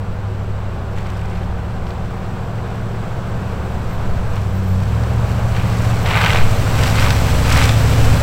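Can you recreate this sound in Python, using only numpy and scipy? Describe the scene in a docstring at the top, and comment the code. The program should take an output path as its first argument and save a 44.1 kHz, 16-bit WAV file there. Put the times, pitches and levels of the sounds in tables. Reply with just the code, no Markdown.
"""Pickup ploughing snow at night

A V8 pickup ploughs wet snow along a warehouse wall, nearing slowly until it passes a few metres away.
The exhaust burbles and sags once as the driver lifts off. Pushed snow roars dully and slush hisses;
now and then the steel edge grates and clacks on bare pavement and a damp brake squeaks.
The wall echoes the plough; light wind buffets the microphone."""
import sys
import numpy as np
from scipy import signal
from scipy.fft import rfft, irfft
from scipy.io import wavfile

SR = 44100
rng = np.random.default_rng(int(sys.argv[2]) if len(sys.argv) > 2 else 0)


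def file_out(sig):
    """Save sig as 16-bit WAV at sys.argv[1]."""
    # one column per channel
    cols = np.atleast_2d(sig).T
    # limit, then scale
    lim = np.clip(cols, -1, 1)
    pcm = np.round(lim * 32767).astype(np.int16)
    wavfile.write(sys.argv[1], SR, pcm)


N = 362502
T = np.arange(N) / SR


def engine(sag_hz=2.85, jitter=0.0021, waver_db=1.3, dispersion_rad=0.1994, smear_rad=0.91):
    """V8 exhaust harmonics over a turbulent drone, with faint high harmonics from the engine bay."""
    # four-stroke cycle rate at steady throttle: t/s, f/Hz
    cruise = [(0, 12.55), (.45, 12.68), (.85, 12.38), (1.6, 12.9), (1.85, 13.4), (3.1, 14.38), (4.2, 14.25),
              (5.45, 14.3), (6.4, 13.75), (7.35, 13.51), (8.0, 14.0)]
    # exhaust harmonics: multiple of cycle rate, gain ahead/dB, gain side/dB
    harmonics = [(3, -3.5, -11), (5, 0, 1), (6, -4.5, -15), (7, -2.5, -1.5), (8, 0, -0.5), (10, -16, -5.5),
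                 (11, -10.5, -17), (12, -18.5, -11.5), (13, -12.5, -21), (14, -8.5, -29.5),
                 (16, -15.5, -19.5), (18, -37.5, -11.5), (19, -45, -18.5), (20, -48, -14)]
    # drive of the firing tone and its octave: t/s, level/dB
    firing = [(0, -25), (1.5, -25.5), (2, -32), (2.4, -28), (2.9, -26), (3.5, -29.5), (4.25, -26),
              (4.55, -18), (4.75, -14.5), (4.88, -20), (7.5, -18), (7.95, -13.5), (8.22, -16)]
    # deep hum (harmonic 5) over the burble: t/s, gain/dB
    hum = [(0, 0), (1.6, 6), (2.85, -7.5), (3.7, 1), (5.1, 3), (5.9, -2), (6.4, -4.5), (7.5, 1.5),
           (8.22, -0.5)]
    # exhaust turbulence spectrum: f/Hz, level/dB
    drone = [(15, -5), (32, -6.5), (48, -2), (70, -2), (135, 2), (190, -7.5), (220, -16.5), (400, -31.5),
             (1500, -76)]
    side, lift, firing_db = side_view(), lift_off(), in_time(firing)
    cycle_hz = (in_time(cruise) - sag_hz * lift) * (1 + jitter * drift(6.7))
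    cycle_rad = 2 * np.pi * np.cumsum(cycle_hz) / SR
    burble_db = at_distance(-20.5, falloff=0.9) - 4.5 * lift  # uneven banks burble more under load
    drive_db = {5: burble_db + in_time(hum), 8: firing_db, 16: firing_db}
    exhaust = np.zeros(N)
    for k, ahead_db, side_db in harmonics:
        level_db = drive_db.get(k, burble_db) + ahead_db + side * (side_db - ahead_db)
        level_db += waver_db * drift(4.1)
        # low harmonics stay in step and throb once a cycle; the silencer delays higher ones
        lag_rad = dispersion_rad * (k - 6) ** 2 + smear_rad * drift(0.46)
        exhaust += np.sqrt(2) * from_db(level_db) * np.sin(k * cycle_rad - lag_rad)
    exhaust += from_db(6.5) * resonate(exhaust, hz=182, width_hz=13)  # tailpipe boom
    exhaust -= from_db(-1.5) * resonate(exhaust, hz=226, width_hz=22)  # silencer side chamber
    bay = sum(from_db(3 * drift(1.5)) * np.sin(k * cycle_rad + rng.uniform(0, 2 * np.pi))
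              for k in range(27, 56))
    drone_gain = from_db(at_distance(-21.5, falloff=0.73))
    return exhaust + drone_gain * (noise(drone) + from_db(-26.5) * bay)


def lift_off():
    """Throttle lift: 0 at steady throttle, towards 1 with the foot off."""
    return swell_and_fade(start_s=4.24, length_s=0.53, attack_s=0.2, release_s=0.13)


def pushed_snow(churn_db=0.5, lift_db=-3.5):
    """Snow rolls ahead of the blade with a dull roar and sets the frame humming."""
    # rolling snow spectrum: f/Hz, level/dB
    rolling = [(130, -19), (230, 5.5), (310, -1.5), (480, 2.5), (800, 0.5), (1100, -1), (1350, -4),
               (1550, -4.5), (1850, -12), (2500, -14.5), (4000, -22.5), (8000, -34), (16000, -62)]
    # plough frame modes: f/Hz, width/Hz, gain ahead/dB, gain side/dB
    frame_modes = [(373.4, 26, -8.5, -30), (463.6, 12, -14, -12.5), (554, 54, -41, -8.5),
                   (653, 16, -22, -19), (768, 21, -22, -14)]
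    side = side_view()
    roar, drag = noise(rolling), rng.standard_normal(N)
    for hz, width_hz, ahead_db, side_db in frame_modes:
        roar += from_db(ahead_db + side * (side_db - ahead_db)) * rms_one(resonate(drag, hz, width_hz))
    level_db = at_distance(-25, falloff=0.58) + lift_db * lift_off() + churn_db * drift(29)
    return from_db(level_db) * roar


def slush(shadow_db=-11.5, crackle_db=-7, flutter_db=0.38):
    """Slush hisses and crackles under the tyres; the blade hides them from ahead."""
    # slush spectrum: f/Hz, level/dB
    spectrum = [(400, -2), (1200, 9.5), (2500, 8.5), (3600, 3.5), (6000, 3), (8000, -1.5), (10000, -3),
                (16000, -10.5)]
    hiss = rng.standard_normal(N) + from_db(crackle_db) * crunch(per_s=500, spread_db=1.5, decay_s=0.00095)
    level_db = at_distance(-26.5, falloff=0.95) + shadow_db * (1 - side_view()) + flutter_db * drift(22)
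    return from_db(level_db) * rms_one(colour(hiss, spectrum))


def scraping(slide_db=-4, bear_down_db=4):
    """The edge sticks and slips over pavement, shaking the blade and crushing grit."""
    # pavement contacts: start/s, length/s, grating/dB, grit/dB
    scrapes = [(0.954, 0.044, -33.5, -40.5), (1.035, .05, -38, -48), (1.085, 0.34, -41.5, -49.5),
               (1.85, 0.05, -53, -51), (4.321, .05, -35, -39), (5.535, .05, -27, -47),
               (5.62, 0.43, -36, -41.5), (6.048, 0.35, -16.5, -32), (6.733, 0.18, -26, -30),
               (6.938, .15, -20.5, -29), (7.443, .24, -20.5, -24.5)]
    # stick-slip spectrum: f/Hz, level/dB
    slip_spectrum = [(150, -34), (400, -4), (800, 1.5), (1500, 0), (2800, -1.5), (4000, -9.5), (6000, -24),
                     (16000, -30.5)]
    # crushed grit spectrum: f/Hz, level/dB
    grit_spectrum = [(1000, 0), (3000, 2.5), (5500, 4.5), (8000, -3), (10000, -4), (16000, -16)]
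    grating_gain, grit_gain = np.zeros((2, N))
    for start_s, length_s, grating_db, grit_db in scrapes:
        contact = swell_and_fade(start_s, length_s, attack_s=0.015, release_s=0.048)
        pressure = arch(start_s, length_s, skew=1.4)  # hardest just past the middle
        contact *= from_db(bear_down_db * (pressure - 1))
        grating_gain += contact * from_db(grating_db)
        grit_gain += contact * from_db(grit_db)
    slips = crunch(per_s=380, spread_db=1.5, decay_s=0.0013) + from_db(slide_db) * rng.standard_normal(N)
    grains = crunch(per_s=550, spread_db=5, decay_s=0.0024)
    grating = rms_one(blade(colour(slips, slip_spectrum), ring_db=0))
    grit = rms_one(colour(grains, grit_spectrum))
    return grating_gain * grating + grit_gain * grit


def clacks(gain_db=-3):
    """The edge snags on a joint or stone and springs free."""
    # snags: t/s, relative level/dB
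    snags = [(0.9842, -35), (1.068, -39), (1.868, -32), (1.906, -27.5), (4.3654, -25), (5.036, -27.5),
             (5.5647, -22.5), (6.061, -17.5), (6.26, -10), (6.332, -11), (6.3726, -13), (6.8349, -9),
             (6.8758, -12.5), (7.105, -7), (7.6923, -8)]
    # impact spectrum: f/Hz, level/dB
    spectrum = [(300, -23), (1200, 7.5), (3000, 7), (5500, 1.5), (9000, -13), (16000, -22)]
    clicks = np.zeros(N)
    for at_s, db in snags:
        clicks[round(at_s * SR)] = from_db(db + gain_db)
    return blade(colour(bursts(clicks, decay_s=0.0034), spectrum), ring_db=-11)


def blade(contact, ring_db):
    """A contact heard directly and through the ringing steel."""
    # blade modes: f/Hz, width/Hz, gain/dB
    modes = [(816, 90, -6), (1250, 260, -1.5), (1520, 52, 4), (2100, 350, -3), (2410, 120, -4.5),
             (3090, 15, 0), (3800, 90, -11)]
    ring = sum(from_db(db) * resonate(contact, hz, width_hz) for hz, width_hz, db in modes)
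    return contact + from_db(ring_db) * ring


def knock(at_s=6.3478, hz=520, width_hz=260, peak_db=-8):
    """The blade drops once against its mount with a dull knock."""
    impulse = np.full(N, 1e-18)
    impulse[round(at_s * SR)] = 1
    thud = resonate(resonate(impulse, hz, width_hz), hz, 2 * hz)
    return from_db(peak_db) * thud / np.abs(thud).max()


def squeaks(spread_hz=75, flutter_db=3):
    """A damp brake disc sings briefly, very high."""
    # brake squeaks: start/s, length/s, f/Hz, level/dB
    events = [(3.89, .08, 14150, -52), (4.52, .1, 14330, -51), (4.62, .17, 14420, -50.5),
              (6.02, .05, 14400, -43)]
    tones, waver_hz = np.zeros(N), spread_hz * drift(60)
    for start_s, length_s, hz, db in events:
        phase_rad = 2 * np.pi * np.cumsum(hz + waver_hz) / SR
        tones += from_db(db) * arch(start_s, length_s) * np.sin(phase_rad)
    return tones * from_db(flutter_db * drift(30))


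def whine(level_db=-42.5):
    """A thin, unsteady engine-bay whine swells and fades while the truck is far off."""
    tone = rms_one(resonate(rng.standard_normal(N), hz=774, width_hz=4))
    return from_db(level_db) * arch(start_s=0.24, length_s=2.96) * tone


def wall_echo(x, far_s=0.018, near_s=0.045, gain_db=-18.5):
    """Reflection off the wall behind the truck; the detour lengthens as it draws alongside."""
    delay_s = far_s + (near_s - far_s) * side_view()
    return from_db(gain_db) * np.interp(T - delay_s, T, x, left=0)


def wind(breeze_db=-27):
    """Slow pressure lumps at the microphone port: a light breeze with a few gusts."""
    # gusts: peak time/s, half width/s, level/dB
    gusts = [(4.15, 0.18, -19.5), (6.44, 0.041, -11), (7.3, 1, -24), (8.1, 0.074, -9.5)]
    # buffeting spectrum: f/Hz, level/dB
    buffet = [(3, -12), (9, 2.5), (15, -4.5), (25, -12.5), (60, -46), (200, -38.5), (1000, -93)]
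    gust_gain = sum(from_db(db) * np.exp(-((T - at_s) / width_s) ** 2) for at_s, width_s, db in gusts)
    return (from_db(breeze_db) + gust_gain) * noise(buffet)


def closeness(alongside_s=7.235, nearest_m=5.6, speed_m_per_s=4.0):
    """Nearest over present distance on a straight approach; holds at 1 once alongside."""
    return nearest_m / np.hypot(nearest_m, speed_m_per_s * np.maximum(alongside_s - T, 0))


def side_view():
    """Truck aspect: 0 from ahead, 1 from the side."""
    return closeness() ** 2


def at_distance(alongside_db, falloff):
    """Level/dB of a source on the truck; amplitude goes as distance ** -falloff."""
    return alongside_db + falloff * 20 * np.log10(closeness())


def swell_and_fade(start_s, length_s, attack_s, release_s):
    """Rises towards 1 for length_s, then decays."""
    held_s = np.clip(T - start_s, 0, length_s)
    released_s = np.maximum(T - start_s - length_s, 0)
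    return (1 - np.exp(-held_s / attack_s)) * np.exp(-released_s / release_s)


def arch(start_s, length_s, skew=1):
    """Half-sine envelope; skew above 1 delays the peak."""
    return np.sin(np.pi * np.clip((T - start_s) / length_s, 0, 1) ** skew)


def crunch(per_s, spread_db, decay_s):
    """Random small fractures of uneven size, unit power."""
    sizes = from_db(spread_db * np.minimum(rng.exponential(1, N), 3))
    return rms_one(bursts(sizes * (rng.random(N) < per_s / SR), decay_s))


def bursts(clicks, decay_s):
    """Each click releases a decaying puff of noise."""
    envelope = signal.lfilter([1], [1, -np.exp(-1 / (decay_s * SR))], clicks + 1e-18)
    return envelope * rng.standard_normal(N)


def resonate(x, hz, width_hz):
    """One resonance, unit peak gain."""
    r = np.exp(-np.pi * width_hz / SR)
    feedback = [1, -2 * r * np.cos(2 * np.pi * hz / SR), r * r]
    return signal.lfilter(np.array([1, 0, -1]) * (1 - r * r) / 2, feedback, x)


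def noise(spectrum):
    """Coloured noise, unit power."""
    return rms_one(colour(rng.standard_normal(N), spectrum))


def colour(x, spectrum, size=32768):
    """Minimum-phase filter from rows of f/Hz, gain/dB."""
    hz, db = np.transpose(spectrum)
    grid_hz = np.maximum(np.arange(size // 2 + 1) * SR / size, 1)
    gain = from_db(np.interp(np.log(grid_hz), np.log(hz), db))
    cepstrum = irfft(np.log(gain))[:size // 2]
    cepstrum[1:] *= 2
    response = irfft(np.exp(rfft(cepstrum, size)))[:size // 2]
    return signal.fftconvolve(x, response)[:N]


def drift(rate_hz, hop=40, settle=2000):
    """Slow random wander, unit spread."""
    r = np.exp(-2 * np.pi * rate_hz * hop / SR)
    white = rng.standard_normal(N // hop + settle + 2)
    slow = signal.lfilter([1], [1, -2 * r, r * r], white)[settle:]
    return np.interp(np.arange(N) / hop, np.arange(len(slow)), rms_one(slow))


def in_time(curve):
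    """Rows of t/s, value, interpolated at every sample."""
    return np.interp(T, *np.transpose(curve))


def rms_one(x):
    """Scale to unit power."""
    return x / np.sqrt(np.mean(x ** 2) + 1e-20)


def from_db(db):
    """Decibels to gain."""
    return 10 ** (np.asarray(db) / 20)


def scene():
    """Truck, plough, wall and wind; mono."""
    plough = pushed_snow() + slush() + scraping() + clacks() + knock() + squeaks()
    return (engine() + whine() + plough + wall_echo(plough) + wind())[None]


def record(dry, ceiling=0.95, cutoff_hz=15850):
    """The microphone port ripples the treble; peaks are clipped and the top is cut."""
    # port response: f/Hz, gain/dB
    port = [(4400, -0.5), (5000, -2.5), (6000, -2), (6600, -4.5), (7900, 3), (8800, -4), (9900, -4),
            (10500, -7.5), (11500, -3.5), (14000, 1)]
    clipped = np.clip(colour(dry[0], port), -ceiling, ceiling)
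    low_pass = signal.ellip(12, 0.1, 90, cutoff_hz, fs=SR, output="sos")
    return signal.sosfilt(low_pass, clipped)[None]


dry = scene()
out = record(dry)
file_out(out)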